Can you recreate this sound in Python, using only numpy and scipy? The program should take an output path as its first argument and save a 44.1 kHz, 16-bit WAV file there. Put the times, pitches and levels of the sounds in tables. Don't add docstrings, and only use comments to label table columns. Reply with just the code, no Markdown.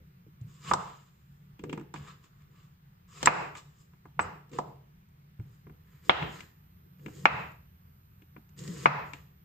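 import sys
import numpy as np
from scipy import signal
from scipy.io import wavfile
from scipy.ndimage import uniform_filter1d

SR = 44100
rng = np.random.default_rng(int(sys.argv[2]) if len(sys.argv) > 2 else 0)


def inscribe(sig):
    pcm = np.round(np.clip(np.atleast_2d(sig).T, -1, 1) * 32767)
    wavfile.write(sys.argv[1], SR, pcm.astype(np.int16))


def to_linear_factor(level_db):
    exponent = np.asarray(level_db, float) / 20
    return 10 ** exponent


N = 416304

# start_s, crest_s, end_s, hiss_db at the crest, crunch_db re hiss
STROKES = [(0.44, .5, 1.5, -70.5, 4), (0.6, 0.7, .725, -51.5, 7.5), (0.717, .77, 1.1, -67.5, 11.5),
           (1.938, 1.946, 2.04, -65.5, 13.5), (1.956, 2.09, 2.174, -66.5, 13), (2.2, 2.246, 2.3, -71.5, 8),
           (2.325, 2.397, 2.48, -85, 16.5), (2.44, 2.596, 2.73, -76.5, 11.5),
           (3.075, 3.235, 3.19, -51.5, 5.5), (3.252, 3.256, 3.273, -31.5, -6), (3.47, 3.505, 3.5, -74, 8),
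           (3.54, 3.575, 3.61, -55, 8), (3.68, 3.804, 3.89, -71, -2), (4.19, 4.2, 4.29, -61, -6),
           (4.505, 4.535, 4.6, -65, 9.5), (4.53, 4.57, 4.62, -64.5, 6.5), (3.17, 3.215, 3.48, -55.5, 5),
           (5.419, 5.536, 5.64, -74.5, -1.5), (5.747, 5.95, 6.12, -76, 9.5), (6.006, 6.06, 6.4, -60.5, -3),
           (6.249, 6.35, 6.53, -61, 9), (6.957, 7.18, 7.58, -61, -1), (8.554, 8.586, 8.87, -55.5, -2.5),
           (8.598, 8.845, 8.87, -51.5, 0.5), (9.02, 9.06, 9.35, -73, 4), (9.133, 9.131, 9.27, -69.5, 9.5)]
# start_s, peak_db, low_khz, top_khz of the strongly driven band, fall_db across it
CHOPS = [
    (0.712, -11, 1.2, 1.26, 0.5),
    (3.2726, 4, 1.1, 2.75, -12),
    (4.1926, -10.5, 1.17, 2.86, -15.5),
    (4.586, -18, 0.69, 1.206, -4.5),
    (6.095, 1.5, 0.8, 3.5, -7),
    (7.2548, 2.5, .85, 2.64, -3),
    (8.857, 1, 0.99, 2.569, -8.5),
]
# start_s, peak_db, low_khz, top_khz, tick_db re knock
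SNAPS = [
    (.735, -14, 1.05, 1.6, -3),
    (3.229, -20, 0.53, 4.5, -4),
    (3.258, -20.5, 1.4, 3.1, 8.5),
]
# start_s, peak_db, pitch_hz, t60_s
BLADE_RINGS = [
    (3.2585, -12.5, 7500, 0.011),
    (4.206, -34, 7880, 0.067),
    (4.21, -51, 6450, .07),
    (.7355, -24, 5200, .012),
]
# start_s, peak_db, hardness_db of treble, thump_db, tick_db
KNIFE_SIDE = [
    (0.265, -68.5, -6.5, 23.5, -28),
    (0.412, -76.5, -8.5, 2, 18.5),
    (0.764, -60.5, -9, 11, -20),
    (1.81, -47, -40, 12.5, -16),
    (4.053, -42.5, -51, -2, -26),
    (6.223, -25.5, -1, -9.5, -45),
    (6.404, -35.5, 9, -24, -10.5),
    (7.06, -35, -3.5, 2, -17),
    (8.363, -43, -28, 3.5, -42),
    (9.133, -32.5, 2.5, -11.5, -11),
]
# start_s, peak_db, hardness_db of
# treble, thump_db, tick_db
MID_BOARD = [(1.592, -46, 3, 9, -9), (1.637, -38.5, -18, 11, -10), (1.694, -39.5, 7, 10, -12),
             (1.727, -31, -9, 4.5, -12), (1.775, -36.5, -28, 7.5, -17), (1.939, -31.5, -35, -2.5, -9.5),
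             (2.239, -54, 12.5, 0, -3), (4.532, -46, -4, 10, -3), (5.667, -49.5, -37, 6.5, -35),
             (5.695, -49, -37, 6, -30), (6.993, -59, -8, 4, -14.5), (7.081, -41.5, -25, 1, -17.5),
             (8.219, -54.5, 2, 7, -11), (8.49, -63.5, 0, -5, 3), (8.576, -65, 4.5, -5, 13.5),
             (8.589, -55.5, 6.5, -2, 14.5), (8.602, -58.5, 5.5, -5, 11), (8.637, -58, 4, -3.5, 11),
             (8.676, -49, 0, -7, 10), (.897, -57, 5, -9, 0), (1.795, -48.5, -15, 9, -8),
             (4.493, -63.5, 7, -6, 6), (4.515, -56.5, 0, 11, 1), (7.516, -61, 5, -10, -0.5),
             (2.558, -62, 6, -10, -5), (2.418, -63, 0, -7, -1)]
# start_s, peak_db, hardness_db of treble, thump_db, tick_db
HAND_SIDE = [
    (1.958, -39, -6, -21, -18),
    (3.551, -37.5, -10, -13.5, -11),
    (3.933, -55.5, -22, 1.5, -22),
    (5.087, -66, -17, -11, -3),
    (5.396, -49, -31, 5.5, -21),
]
# start_s, peak_db, pitch_hz, t60_s
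BUMPS = [
    (0.266, -38, 140, 0.15),
    (0.414, -29, 115, 0.11),
    (0.469, -38.5, 137, 0.12),
    (5.393, -25.5, 107.2, 0.12),
    (5.666, -45, 146, 0.13),
    (5.719, -40, 140.7, 0.16),
    (6.223, -28.5, 159.7, 0.11),
    (8.688, -25, 167, 0.14),
]
# start_s, hold_s, drone_db, rumble_db of the floor, drag_db on the board
LOADS = [(.003, 0.003, -63, -45.5, -69.5), (0.425, 0.022, -47, -73, -79), (0.711, 0.029, -35.5, -43, -52.5),
         (1.641, 0.097, -48, -70, -49), (1.971, 0.045, -42, -52, -63.5), (2.491, 0.024, -56, -71.5, -73.5),
         (3.254, 0.096, -38.5, -42, -45), (4.207, 0.048, -42, -44.5, -52), (4.533, 0.022, -45, -60, -47.5),
         (4.598, 0.071, -44, -57.5, -65), (5.403, 0.048, -50.5, -69, -79), (5.676, 0.028, -65, -48, -67.5),
         (6.102, 0.064, -54.5, -44, -45), (6.224, 0.035, -37, -43.5, -53), (6.84, 0.025, -57.5, -75, -71),
         (7.019, 0.22, -47.5, -59.5, -62), (7.271, 0.072, -34, -42, -56.5), (8.601, 0.053, -41.5, -63, -59),
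         (8.689, 0.019, -37, -62, -50.5), (8.858, 0.057, -30.5, -50, -58), (9.03, 0.023, -60, -53, -62)]

# pitch_hz, t60_s
BOARD = [(390, .03), (520, 0.017), (710, 0.013), (860, 0.015), (980, 0.029), (1210, .024), (1420, 0.02),
         (1690, 0.019), (1930, 0.014), (2140, 0.023), (2390, 0.022), (2770, 0.026), (3280, 0.021),
         (3650, 0.02)]
# left_lead_rad, left_right_db
APPLE_SPOT = [(-.3, -1), (-1.2, -1), (-2.1, 7), (-2.8, -2), (.2, -4), (.3, -3), (.1, 0), (.2, 4), (.6, 3),
              (.9, 3), (-.9, -2), (-2.3, 2), (-.7, -5), (.4, -4)]
# left_lead_rad, left_right_db
BEET_SPOT = [(1.3, 1), (2.4, 4), (-2.6, 10), (-2.5, 9), (-2.4, 7), (-2.4, -2), (-.6, -1), (-.5, 4),
             (.3, -2), (-.5, 12), (.3, 11), (-1.1, 2), (-.8, -9), (0, -9)]
# pitch_hz, level_db, t60_s
THUMP = [(155, -3, .12), (215, -2, .1), (265, -3, .08), (305, 0, .09), (365, -2, .07), (415, -3, .06)]
# pitch_hz, density_db per Hz
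TICK = [(880, -37), (1500, -14), (1950, -5.5), (2350, -19), (2750, -10), (3310, -14), (3610, -8),
        (4310, -10.5), (5450, -11.5), (7820, -6), (9330, -35), (13800, -30), (15500, -62)]
# pitch_hz, level_db
TAP_BLOW = [(250, -31), (500, -8), (800, 2.5), (1200, -0.5), (1800, 0.5), (2800, 0.5), (3600, -9.5),
            (4500, -20.5), (8200, -31.5), (9200, -58)]
# pitch_hz, density_db per Hz
HISS = [(1760, -34.5), (3000, -6.5), (4440, -10.5), (4920, -3.5), (5840, -11), (7080, -1), (8120, -8),
        (9920, -27.5), (11200, -18), (12200, -26), (13100, -20.5), (13800, -20), (15500, -32)]
# pitch_hz, density_db per Hz
CRUNCH = [(290, -44), (500, -17), (866, -16.5), (991, -3), (1220, -4), (1420, -7), (1720, -9), (2450, -9),
          (5000, -19.5), (6500, -45.5), (11000, -120)]
# pitch_hz, width_hz, level_db
BLADE = [(3480, 120, -10), (5030, 140, -8.5), (5840, 420, -9), (7350, 600, -7)]
# pitch_hz, width_hz, level_db
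APPLE_FLESH = [(1197.5, 190, 2), (1760, 230, -2), (2920, 420, -2.5), (3530, 180, 3)]
# pitch_hz, width_hz, level_db
BEET_FLESH = [(1850, 300, 3.5)]

# pitch_hz, t60_s
ROOM_T60 = [(100, .6), (300, .5), (1000, .47), (2500, .47), (3800, .46), (6000, .42), (8000, .4),
            (15000, .3)]
# pitch_hz, level_db
ROOM_COLOUR = [(100, -5.5), (400, 3), (1500, -3.5), (3000, -2.5), (5000, 1), (8000, 0), (15000, 1.5)]
# pitch_hz, width_hz, level_db
TABLE = [(145, 22, 4), (176, 11, -2), (117.45, 2.3, -3)]
# pitch_hz, density_db per Hz
HUSH = [(12, -38.5), (20, -12.5), (38, -16), (64, -6), (149, -6), (171, -6.5), (238, -29), (383, -24),
        (615, -32), (960, -24.5), (1720, -29.5), (6200, -42.5), (11400, -47), (13500, -40.5),
        (15500, -44.5)]
# pitch_hz, correlation (-1 to 1)
SAME = [(60, 1), (150, 0.99), (380, -0.049), (950, -0.88), (2380, 0.19), (5980, -0.57), (15000, -0.47)]
# time_s, pitch_hz
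EARLY_PITCH = [(0, 13531), (.6, 13534), (1.1, 13510), (2.1, 13513), (2.5, 13532), (2.9, 13538),
               (3.3, 13512), (3.9, 13513), (4.3, 13527), (4.7, 13507), (5.2, 13493)]
# time_s, pitch_hz
LATE_PITCH = [(5.6, 13433), (6.1, 13420), (7.5, 13420), (7.9, 13424), (8.3, 13436), (8.8, 13436),
              (9.3, 13448)]
# level_db, burst_s, delay_s, left_right_db, left_lead_rad
WHINE_EARLY = [(-77.5, .0009, .0055, -6.5, -0.45), (-85, .002, .0075, -7.5, -2.5),
               (-82.5, 0.002, .0035, -14.5, -1.96), (-88, .0012, .008, -2, -1.3)]
# level_db, burst_s, delay_s, left_right_db, left_lead_rad
WHINE_LATE = [(-76, .0012, .0055, -14, 0.5), (-78.5, .0015, .0055, -14.5, -1.5),
              (-78.5, .0012, 0.0033, -15.5, -3), (-84.5, .0013, 0.00797, -7.5, -2.5),
              (-86, .0015, .008, 0, -3)]
EARLY_CARRIERS, LATE_CARRIERS = (100, 1000, 1100, 1300), (0, 200, 600, 1000, 1300)

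CROSSFADE_S = (5.06, 6.14)
CHOP_PAN_DB = (0.16, -0.24)
KNIFE_PAN_DB, MID_PAN_DB, HAND_PAN_DB = 5.5, -0.5, 1
SNAP_PAN_DB, SNAP_FALL_DB = 2, -12
CHOP_TICK_DB, TICK_LOSS = -39.5, 1
CONTACT_S, ROLL_S = 0.0018, 0.0023
SOFTENS_HZ = (1400, 5300)
CARRIES = 0.099
EDGE_DB, ARCH, STROKE_DRAG_DB = -24, 1.3, -5.5
PATCHY_DB, PATCH_S = 2.0, .012
DRONE_SLOPES, RUMBLE_SLOPES, DRAG_SLOPES = (230, 120), (440, 240), (600, 150)  # rise, fall in dB/s
REST_DRONE_DB, REST_RUMBLE_DB = (-55.5, -57), (-75.5, -57.5)
HUSH_DB = -56
BURST_RATE_HZ = 100.0


def evened(x):
    return x / np.sqrt(np.mean(x ** 2) + 1e-20)


def peaked(x):
    return x / (abs(x).max() + 1e-12)


def read(points, hz):
    f, value = np.transpose(list(points))
    return np.interp(np.log(hz + 1), np.log(f + 1), value)


def add(mix, s, sound):
    part = mix[:, round(s * SR):][:, :sound.shape[1]]
    part += sound[:, :part.shape[1]]


def coloured(x, points):
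    hz = abs(np.fft.fftfreq(4096, 1 / SR))
    log_gain = np.log(to_linear_factor(np.maximum(read(points, hz), -100)))
    taps = np.fft.ifft(np.exp(np.conj(signal.hilbert(log_gain)))).real[:2048]
    return signal.oaconvolve(x, taps[None], axes=1)[:, :x.shape[1]]


def resonate(x, hz, width):
    return signal.lfilter(*signal.iirpeak(hz, hz / width, SR), x)


def sides(pan_db):
    return to_linear_factor(np.clip(pan_db, -14, 14) * np.array([[.5], [-.5]]))


def crackle(size, per_s, spread_db, smooth):
    shared, own = rng.standard_normal(size), rng.standard_normal((2, size))
    bursting = rng.random(size) < per_s / SR
    sizes = to_linear_factor(spread_db * np.minimum(rng.exponential(1, size), 3.5)) * bursting
    puffs = signal.lfilter([1], [1, -.93], sizes)
    return (shared + 0.15 * own) * (smooth + evened(puffs))


def load(column_db, rise, fall):
    t = np.arange(0, N / SR + .01, .005)
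    s, hold = np.transpose(LOADS)[:2, :, None]
    db = column_db[:, None] - rise * np.maximum(s - t, 0) - fall * np.maximum(t - s - hold, 0)
    return np.interp(np.arange(N) / SR, t, np.sqrt((to_linear_factor(db) ** 2).sum(0)))


def strokes():
    t, out = np.arange(N) / SR, np.zeros((2, N))
    apples = t < CROSSFADE_S[0]
    hiss = evened(coloured(crackle(N, 1000, spread_db=3.5, smooth=0.77), HISS))
    hiss = hiss + apples * sum(to_linear_factor(db + 8.0) * resonate(hiss, hz, width) for hz, width, db in BLADE)

    crunch = evened(coloured(crackle(N, 1000, spread_db=5.0, smooth=1.7), CRUNCH))
    apple = sum(to_linear_factor(db) * resonate(crunch, hz, width) for hz, width, db in APPLE_FLESH)
    beet = sum(to_linear_factor(db) * resonate(crunch, hz, width) for hz, width, db in BEET_FLESH)
    catch = evened(uniform_filter1d(rng.standard_normal(N), int(PATCH_S * SR)))
    crunch = evened(crunch + np.where(apples, apple, beet)) * to_linear_factor(PATCHY_DB * catch)

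    rub = crackle(N, 240, spread_db=4.5, smooth=4.2)
    drag = resonate(resonate(rub, 360, 90), 320, 140) + resonate(resonate(rub, 420, 100), 410, 160)
    drag = evened(signal.sosfilt(signal.butter(4, 480, fs=SR, output="sos"), evened(drag)))

    for start, crest, end, hiss_db, crunch_db in STROKES:
        span = slice(int(start * SR), int(end * SR))
        away = np.interp(t[span], (start, crest, end), (1, 0, 1))
        swell = to_linear_factor(hiss_db + EDGE_DB * away ** ARCH)
        layers = hiss[:, span] + to_linear_factor(crunch_db) * crunch[:, span] + to_linear_factor(STROKE_DRAG_DB) * drag[:, span]
        out[:, span] += swell * layers * signal.windows.tukey(len(away), .1)
    return out + load(np.transpose(LOADS)[4], *DRAG_SLOPES) * drag


def chop(s, db, low, top, fall_db, tick_db, pan_db):
    blow = [(250 * low, -26), (450 * low, -13), (800 * low, -5), (1000 * low, 0),
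            (1000 * top, fall_db), (1150 * top, fall_db - 13.5),
            (5200, -44 + 4.3 * top), (8200, -48), (9200, -60)]
    return knock(s, db, blow, -21.0 - 0.46 * db, tick_db, pan_db, CONTACT_S / top)


def tap(s, db, hard_db, thump_db, tick_db, pan_db):
    treble_db = (0, 0.99 * hard_db + 5.5)
    blow = [(hz, level_db + read(zip(SOFTENS_HZ, treble_db), hz)) for hz, level_db in TAP_BLOW]
    return knock(s, db, blow, thump_db, tick_db, pan_db, ROLL_S)


def knock(s, db, blow, thump_db, tick_db, pan_db, rise_s):
    t = np.arange(8192) / SR
    chance = rng.standard_normal((len(BOARD) + len(THUMP), 6))
    grit = rng.standard_normal((2, len(t)))
    spot = APPLE_SPOT if s < CROSSFADE_S[0] else BEET_SPOT
    modes = [(hz, read(blow, hz), t60, *ports) for (hz, t60), ports in zip(BOARD, spot)]
    wood = ring(modes, chance, t, spread=0.36, rise_s=rise_s)
    table_modes = [(*mode, 0, 0) for mode in THUMP]
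    thump = to_linear_factor(thump_db - 4.5) * ring(table_modes, chance[len(BOARD):], t, spread=0.12, rise_s=0.0023)
    decay = to_linear_factor(-60 * t / 0.018) + to_linear_factor(-21 - 60 * t / 0.12)
    tick = to_linear_factor(tick_db) * peaked(coloured(grit * decay * (1 - np.exp(-t / rise_s)), TICK))
    burst = coloured((t == 0)[None] * 1., blow)
    burst = burst * np.linalg.norm(wood) / np.linalg.norm(burst)
    burst = burst + 0.35 * wood[1:] + 0.29 * tick[:1] + 0.07 * thump[:1]
    near = to_linear_factor(db + 5.5) * (sides(pan_db) * (wood + tick) + thump)
    return s, near, to_linear_factor(db + 2.5 + CARRIES * max(db, -25)) * burst


def ring(modes, chance, t, spread, rise_s):
    out = np.zeros((2, len(t)))
    for (hz, db, t60, lead, pan_db), (tune, start, *port) in zip(modes, chance):
        shift, weight_db = np.array(port[:2])[:, None], np.array(port[2:])[:, None]
        phase = 0.8 * start + lead * np.array([[.5], [-.5]]) + spread * shift
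        weight = sides(pan_db) * to_linear_factor(db + 1.7 * weight_db - 60 * t / t60)
        struck_hz = hz * (1 + .015 * tune)
        out += weight * np.sin(2 * np.pi * struck_hz * t + phase)
    return peaked(out * (1 - np.exp(-(t / rise_s) ** 2)))


def bump(s, db, hz, t60):
    t = np.arange(8192) / SR
    swing = np.sin(2 * np.pi * hz * t) * to_linear_factor(-60 * t / t60)
    swing = peaked(swing * (1 - np.exp(-t / 0.0021)))
    return s, to_linear_factor(db - 3.5) * np.array([swing, swing]), to_linear_factor(db - 3.0) * swing[None]


def blade_ring(s, db, hz, t60):
    t = np.arange(8192) / SR
    steel = np.sin(2 * np.pi * hz * t)
    steel = steel + 0.6 * np.sin(2 * np.pi * (hz + 90) * t) + 0.5 * np.sin(2 * np.pi * (hz - 160) * t)
    steel = to_linear_factor(db) * peaked(steel * to_linear_factor(-60 * t / t60) * np.minimum(5.0 * t / t60, 1))
    return s, sides(8.0) * steel, to_linear_factor(-15.0) * steel[None]


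def blows():
    hard = []
    for s, db, *band in CHOPS:
        hard.append((s, db, *band, CHOP_TICK_DB - TICK_LOSS * db, np.interp(s, CROSSFADE_S, CHOP_PAN_DB)))
    for *row, tick_db in SNAPS:
        hard.append((*row, SNAP_FALL_DB, tick_db, SNAP_PAN_DB))
    places = ((KNIFE_SIDE, KNIFE_PAN_DB), (MID_BOARD, MID_PAN_DB), (HAND_SIDE, HAND_PAN_DB))
    light = [(*row, pan_db) for rows, pan_db in places for row in rows]
    sounds = [chop(*row) for row in sorted(hard)] + [tap(*row) for row in sorted(light)]
    return sounds + [bump(*row) for row in BUMPS] + [blade_ring(*row) for row in BLADE_RINGS]


def room(x):
    taps = np.zeros((2, SR))
    at = np.arange(200, SR - 20, 20) + rng.integers(0, 20, (2, (SR - 201) // 20))
    np.put_along_axis(taps, at, rng.choice([-1., 1.], at.shape), 1)
    hz, t, z = signal.stft(taps, SR, nperseg=256)
    z[1, :2] = z[0, :2]
    fall_db = 60 * t * (0.57 + 1.0 * t) / read(ROOM_T60, hz)[:, None]
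    z = z * to_linear_factor(read(ROOM_COLOUR, hz)[:, None] - fall_db)
    z = z * (1 + 6.5 * np.exp(-t / 0.0086))
    tail = signal.istft(z, SR, nperseg=256)[1]
    return signal.fftconvolve(x.mean(0)[None], tail / np.linalg.norm(tail[0]), axes=1)[:, :N]


def drone():
    t, columns = np.arange(N) / SR, np.transpose(LOADS)
    rest_hum = to_linear_factor(np.interp(t, CROSSFADE_S, REST_DRONE_DB))
    rest_rumble = to_linear_factor(np.interp(t, CROSSFADE_S, REST_RUMBLE_DB))
    hum_gain = np.hypot(load(columns[2], *DRONE_SLOPES), rest_hum)
    rumble_gain = np.hypot(load(columns[3], *RUMBLE_SLOPES), rest_rumble)
    push = rng.standard_normal(N) + .08 * rng.standard_normal((2, N))
    hum = sum(to_linear_factor(db) * resonate(resonate(push, hz, width), hz, 2 * width) for hz, width, db in TABLE)
    rumble = resonate(resonate(push, 72, 32), 93, 50)
    return hum_gain * evened(hum) + rumble_gain * evened(rumble)


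def whine(pitch, carriers, bursts):
    t, period = np.arange(N) / SR, 1 / BURST_RATE_HZ
    turns = np.cumsum(np.interp(t, *np.transpose(pitch))) / SR
    out = np.zeros((2, N))
    for above, (db, length, delay, pan_db, lead) in zip(carriers, bursts):
        from_burst = (t - delay + period / 2) % period - period / 2
        gate = np.exp(-.5 * (from_burst / length) ** 2)
        tone = np.sin(2 * np.pi * (turns + above * t) + lead * np.array([[1], [0]]))
        out += to_linear_factor(db) * sides(pan_db) * evened(gate * tone)
    return out


def hush():
    frames, hz = N // 512 + 5, np.fft.rfftfreq(2048, 1 / SR)
    a, b, c, d, patches = rng.standard_normal((frames, 1025, 5)).T
    patches = evened(uniform_filter1d(uniform_filter1d(patches, 20, 0), 8, 1))
    same = np.clip(read(SAME, hz), -1, 1)[:, None]
    left = a + 1j * b
    right = same * left + np.sqrt(1 - same ** 2) * (c + 1j * d)
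    z = np.array([left, right]) * to_linear_factor(read(HUSH, hz)[:, None] + 1.0 * patches)
    return to_linear_factor(HUSH_DB) * evened(signal.istft(z, nperseg=2048, noverlap=1536)[1][:, :N])


def scene():
    knocks, bursts = np.zeros((2, N)), np.zeros((1, N))
    for s, near, burst in blows():
        add(knocks, s, near)
        add(bursts, s, burst)
    cuts = strokes()
    late = np.interp(np.arange(N) / SR, CROSSFADE_S, (0, 1))
    lamp = (1 - late) * whine(EARLY_PITCH, EARLY_CARRIERS, WHINE_EARLY)
    lamp = lamp + late * whine(LATE_PITCH, LATE_CARRIERS, WHINE_LATE)
    echoes = room(to_linear_factor(-2.0) * bursts + to_linear_factor(2.5) * cuts)
    return knocks + cuts + echoes + drone() + hush() + lamp


def roll_off(x):
    return signal.sosfilt(signal.butter(12, 15690, fs=SR, output="sos"), x)


def record(dry):
    power_db = 10 * np.log10(abs(uniform_filter1d((dry ** 2).mean(0), 150)) + 1e-12)
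    fall = np.arange(N) * 140.0 / SR
    held_db = np.maximum.accumulate(power_db + fall) - fall
    duck_db = 0.5 * np.maximum(held_db + 21.0, 0)
    duck_db = signal.lfilter([.004], [1, -.996], duck_db)
    gate_db = uniform_filter1d(np.clip(0.19 * (-37.0 - held_db), 0, 4.5), 1500)
    dry = signal.sosfilt(signal.butter(1, 25, "high", fs=SR, output="sos"), dry)
    level = dry * to_linear_factor(-0.5 - duck_db - gate_db)
    rounded = level / (3.5 + level ** 6) ** (1 / 6)
    rounded = signal.oaconvolve(rounded, signal.firwin(255, 15700, fs=SR)[None], "same")
    return roll_off(rounded)


dry = scene()
out = record(dry)
inscribe(out)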